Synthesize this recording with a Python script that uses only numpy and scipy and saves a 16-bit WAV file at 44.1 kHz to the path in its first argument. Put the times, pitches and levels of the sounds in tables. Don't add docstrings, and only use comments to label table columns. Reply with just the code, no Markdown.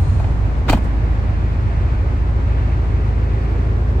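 import sys
import numpy as np
from scipy import signal
from scipy.fft import rfft, irfft
from scipy.io import wavfile

SR = 44100
rng = np.random.default_rng(int(sys.argv[2]) if len(sys.argv) > 2 else 0)


def unload_wav(signal):
    wavfile.write(
        sys.argv[1],
        SR,
        np.round(np.clip(np.atleast_2d(signal).T, -1, 1) * 32767).astype(np.int16),
    )


N = 176400
TIME = np.arange(N) / SR

# f/Hz, correlation (-1..1)
NEAR_LIKENESS = [(100, 0.89), (640, 0.96), (1400, 0.7), (3100, 0.18), (7000, 0)]
DIFFUSE_LIKENESS = [(60, 1), (290, 0.84), (640, 0.5), (1400, -0.45), (2400, -0.18), (3100, 0.039),
                    (6800, -0.11)]


def blows():
    # f/Hz, level/dB, t60/s
    door_modes = [(40, -5.5, 0.3), (86, 3.5, 0.16), (143.3, -3.5, 0.27), (194, -17, 0.04), (263, -9, 0.038)]
    frame_modes = [(540, -5, .024), (640, 1.5, .034), (838, 0, .036), (1030, -14, .06), (1500, -15, .03)]
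    pane_modes = [(1212, -1.5, 0.042), (1543, -4, 0.026), (2085, -0.5, 0.027), (2457, 3.5, 0.034),
                  (2760, -5.5, 0.033), (3070, -8.5, 0.065), (4390, -10, 0.025)]
    # f/Hz, level/dB
    crack_spectrum = [(150, 10), (800, 24), (2500, -4), (4400, 16.5), (6200, -13), (8500, -19),
                      (10500, -35), (15500, -31)]
    snap_spectrum = [(2000, -28), (5000, -5), (8300, 0), (10000, -15), (11500, -1), (13300, -21),
                     (15500, -3)]
    # t/s, door/dB, frame/dB, pane/dB, crack/dB, snap/dB
    hits = [(.196, -46, -26, -44, -44, -60), (.2005, -44, -20, -45, -45, -50),
            (.243, -37, -22, -38.5, -38, -55), (.696, -32, -26, -15.5, -17, -27),
            (0.699, -16, -36, -19, -21, -25.5), (.707, -43, -37, -36, -27, -27.5),
            (0.7258, -37, -40, -29, -29, -26), (0.730, -18, -4.5, -23, -30, -32),
            (0.7349, -12, -50, -28, -36, -38), (0.749, -42, -40, -44, -35, -37),
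            (0.7716, -23, -18, -39, -54, -39)]
    crack_t60, snap_t60 = .029, .021
    attack_s, frame_attack_s, pane_lag_s = .00059, .0022, .00008
    t = TIME[:SR // 2]
    crack = colour(noise(), crack_spectrum, NEAR_LIKENESS)
    snap = colour(noise(), snap_spectrum, NEAR_LIKENESS)
    door = ring(door_modes, t)
    frame = np.minimum(t / frame_attack_s, 1) * ring(frame_modes, t)
    pane = np.array([ring(pane_modes, t), ring(pane_modes, np.maximum(t - pane_lag_s, 0))])
    out = np.zeros((2, N))
    for start, door_db, frame_db, pane_db, crack_db, snap_db in hits:
        span = slice(round(start * SR), round(start * SR) + len(t))
        body = amp(door_db) * door + amp(frame_db) * frame + amp(pane_db) * pane
        contact = amp(crack_db - 60 * t / crack_t60) * crack[:, span]
        contact += amp(snap_db - 60 * t / snap_t60) * snap[:, span]
        out[:, span] += np.minimum(t / attack_s, 1) * (body + contact)
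    return out


def thuds():
    # t/s, f/Hz, level/dB, t60/s
    flexes = [(.673, 354, -22, .08), (0.6996, 300, -2.5, 0.026), (.702, 80, -9, .05),
              (.736, 268, -11.5, 0.056), (0.7469, 219, -7.5, 0.082), (0.756, 91, -15, 0.061),
              (.786, 218, -13, 0.084)]
    attack_s = .0022
    out = np.zeros(N)
    for start, hz, db, t60 in flexes:
        t = np.maximum(TIME - start, 0)
        out += np.minimum(t / attack_s, 1) * ring([(hz, db, t60)], t)
    return out


def slide():
    # f/Hz, level/dB
    spectrum = [(200, -12.5), (600, 13), (2200, -7), (4200, -9.5), (5500, -13), (7000, -9), (9000, -22.5),
                (15000, -44.5)]
    # t/s, level/dB
    envelope = [(0, -44.5), (.1, -43.5), (.22, -45), (.35, -50), (.62, -55.5), (.72, -80)]
    # f/Hz, width/Hz, level/dB
    squeals = [(4210, 96, -11), (6650, 170, -24), (7280, 90, -22), (8300, 170, -20.5), (8800, 130, -16.5)]
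    waver_db, waver_hz, fade_db_per_s = .5, 13, 20.5
    squeal = sum(amp(db + waver_db * band(0, waver_hz)[0]) * band(hz, width)
                 for hz, width, db in squeals)
    hiss = colour(noise(), spectrum, NEAR_LIKENESS)
    return amp(curve(envelope)) * (hiss + amp(-fade_db_per_s * TIME) * squeal)


def seal():
    # f/Hz, level/dB
    spectrum = [(200, -6), (600, 8.5), (1700, 0), (2400, -2.5), (3700, -5), (5200, -15), (8000, -21),
                (11000, -30), (15500, -28)]
    # t/s, level/dB
    envelope = [(.66, -52), (.68, -36), (.689, -18), (.697, -20), (.704, -34), (.722, -29), (.731, -27.5),
                (.745, -35), (.79, -42)]
    slips_per_s, spread_db, hiss_gain = 2100, 2.5, .59
    slips = noise() * (rng.random(N) < slips_per_s / SR)
    slips *= amp(spread_db * np.minimum(rng.exponential(1, N), 3))
    rub = colour(unit(slips) + hiss_gain * noise(), spectrum, NEAR_LIKENESS)
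    touching = (TIME > envelope[0][0]) & (TIME < envelope[-1][0])
    return touching * amp(curve(envelope)) * rub


def squeaks():
    # t/s, starting f/Hz, level/dB
    chirps = [(0.6831, 1750, -23.5), (.6905, 1270, -39)]
    length_s, fall_share = .0071, .48
    out = np.zeros(N)
    for start, hz, db in chirps:
        progress = np.clip((TIME - start) / length_s, 0, 1)
        arch = 2 * np.sqrt(progress * (1 - progress))
        pitch = hz * (1 - fall_share * progress) * (progress > 0)
        out += amp(db) * arch * np.sin(2 * np.pi * np.cumsum(pitch) / SR)
    return out


def bright_tail():
    # f/Hz, level/dB
    spectrum = [(3000, -15.5), (8000, -0.5), (11000, -11), (15500, -21.5)]
    # t/s, level/dB
    envelope = [(.74, -120), (.77, -61), (.835, -63), (.845, -52), (.858, -62), (1.1, -120)]
    return amp(curve(envelope)) * colour(noise(), spectrum, NEAR_LIKENESS)


def hum():
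    # t/s, f/Hz, level/dB
    glide = [(0, 94.4, -16), (.25, 94.5, -22), (.45, 100.4, -22.5), (.65, 97.6, -34), (.8, 104, -100)]
    times, hz, db = np.transpose(glide)
    cycles = np.cumsum(np.interp(TIME, times, hz)) / SR
    return amp(np.interp(TIME, times, db)) * np.sin(2 * np.pi * (cycles + rng.random()))


def echoes(x):
    t60, predelay_s = .055, .004
    spectrum = [(100, -4), (3000, -9), (12000, -2)]  # f/Hz, level/dB
    t = TIME[:SR // 2]
    scatter = colour(noise(), spectrum, DIFFUSE_LIKENESS)[:, :len(t)]
    tail = scatter * amp(-60 * t / t60) * (t > predelay_s)
    return signal.fftconvolve(x, tail / np.linalg.norm(tail[0]), axes=1)[:, :N]


def engine():
    # t/s, four-stroke cycle rate/Hz
    speed = [(0, 6.85), (.6, 6.84), (.9, 6.795), (2.15, 6.79), (2.4, 6.895), (4, 6.89)]
    # multiple of the cycle rate, level/dB
    orders = [(8, -20), (10, -28), (12, -25), (14, -35), (15, -30.5), (16, -29), (20, -35), (30, -44)]
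    # f/Hz, level/dB
    rumble_spectrum = [(15, -36.5), (32, -13), (50, -3), (70, 0), (95, 1.5), (120, -1), (160, -13),
                       (260, -18), (500, -69.5)]
    # t/s, level/dB
    tone_envelope = [(0, -1), (4, 1.5)]
    rumble_envelope = [(0, -22), (1.5, -24.5), (4, -30.5)]
    surge_hz, surge_depth, tone_boost_db = 4.6, .018, 1
    slight_waver, uneven_waver, waver_hz = .07, .45, 1.4
    surge = 1 + surge_depth * np.sin(2 * np.pi * (surge_hz * TIME + rng.random()))
    cycles = np.cumsum(curve(speed) * surge) / SR
    tone = np.zeros(N)
    for order, db in orders:
        depth = slight_waver if order % 4 == 0 else uneven_waver
        drift = depth * band(0, waver_hz)
        waver = 1 + drift[0] + 1j * drift[1]
        harmonic = np.exp(2j * np.pi * (order * cycles + rng.random()))
        tone += amp(db) * unit((waver * harmonic).real)
    tone *= amp(tone_boost_db + curve(tone_envelope))
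    rumble = amp(curve(rumble_envelope)) * colour(noise(), rumble_spectrum, [(60, .7), (200, .62)])
    return (tone + rumble) * amp([[-.2], [.2]])


def drone():
    # f/Hz, level/dB
    spectrum = [(100, -18), (200, 7.5), (290, -6), (380, 6.5), (470, -1), (600, -13), (1500, -49)]
    # t/s, level/dB
    envelope = [(0, -47.5), (1.6, -47), (3.1, -35.5), (3.4, -33.5)]
    return amp(curve(envelope)) * colour(noise(), spectrum, DIFFUSE_LIKENESS) * amp([[.8], [-.8]])


def traffic():
    # f/Hz, level/dB
    wash_spectrum = [(40, -27), (150, 1.5), (290, 2), (450, -4.5), (780, -6.5), (1200, -9.5), (1800, -15),
                     (3100, -26.5), (4700, -32.5), (8700, -42), (10000, -66), (15500, -73)]
    tyre_spectrum = [(300, -13.5), (1700, 4.5), (2500, 1), (3100, -7.5), (4700, -14.5), (6500, -27.5),
                     (8700, -24), (11000, -61.5)]
    # t/s, level/dB
    wash_envelope = [(0, -30.5), (4, -31)]
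    tyre_envelope = [(0, -49.5), (.8, -46), (1.9, -43), (2.42, -48), (2.5, -42), (3.1, -45), (3.5, -42),
                     (4, -53.5)]
    right_lag_s = .00044
    wash_db = curve(wash_envelope) + .49 * band(0, width_hz=17)[0]
    wash = amp(wash_db) * colour(noise(), wash_spectrum, DIFFUSE_LIKENESS)
    tyre_db = curve(tyre_envelope) + .5 * band(0, width_hz=9.8)[0]
    hiss = amp(tyre_db) * colour(noise(), tyre_spectrum, DIFFUSE_LIKENESS)[0]
    return wash + np.array([hiss, np.interp(TIME - right_lag_s, TIME, hiss)])


def breeze():
    # f/Hz, level/dB
    spectrum = [(10, -18), (32, 7.5), (45, -11), (100, -22.5), (400, -77.5)]
    # t/s, level/dB
    envelope = [(0, -33), (1.1, -34.5), (1.9, -31.5), (2.5, -43)]
    return amp(curve(envelope)) * colour(noise(), spectrum, [(20, .86), (100, .9)])


def amp(db):
    return 10 ** (np.asarray(db) / 20)


def unit(x):
    return x / np.sqrt(np.mean(x ** 2) + 1e-20)


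def curve(points):
    return np.interp(TIME, *np.transpose(points))


def log_curve(points, hz):
    f, value = np.transpose(points)
    return np.interp(np.log(hz + 1), np.log(f + 1), value)


def colour(pair, spectrum, likeness):
    hz = np.fft.rfftfreq(N, 1 / SR)
    correlation = np.clip(log_curve(likeness, hz), -1, 1)
    mid, side = rfft(pair) * np.sqrt([1 + correlation, 1 - correlation])
    stereo = np.array([mid + side, mid - side])
    return unit(irfft(stereo * amp(log_curve(spectrum, hz)), N))


def noise():
    return rng.standard_normal((2, N))


def band(hz, width_hz):
    f = np.fft.rfftfreq(N, 1 / SR)
    bell = np.exp(-((f - hz) / width_hz) ** 2)
    return unit(irfft(rfft(noise()) * bell, N))


def ring(modes, t):
    return sum(amp(db - 60 * t / t60) * np.sin(2 * np.pi * hz * t) for hz, db, t60 in modes)


def scene():
    echo_db = -4.5
    window = slide() + seal() + squeaks() + blows() + thuds() + bright_tail()
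    return window + amp(echo_db) * echoes(window) + engine() + hum() + drone() + traffic() + breeze()


def record(dry):
    ceiling, cutoff_hz = .85, 15800
    rounded = dry / (1 + (dry / ceiling) ** 8) ** (1 / 8)
    low_pass = signal.firwin(511, cutoff_hz, window=("kaiser", 9), fs=SR)
    padded = np.pad(rounded, ((0, 0), (255, 255)), "edge")
    return signal.oaconvolve(padded, low_pass[None], "valid")


dry = scene()
out = record(dry)
unload_wav(out)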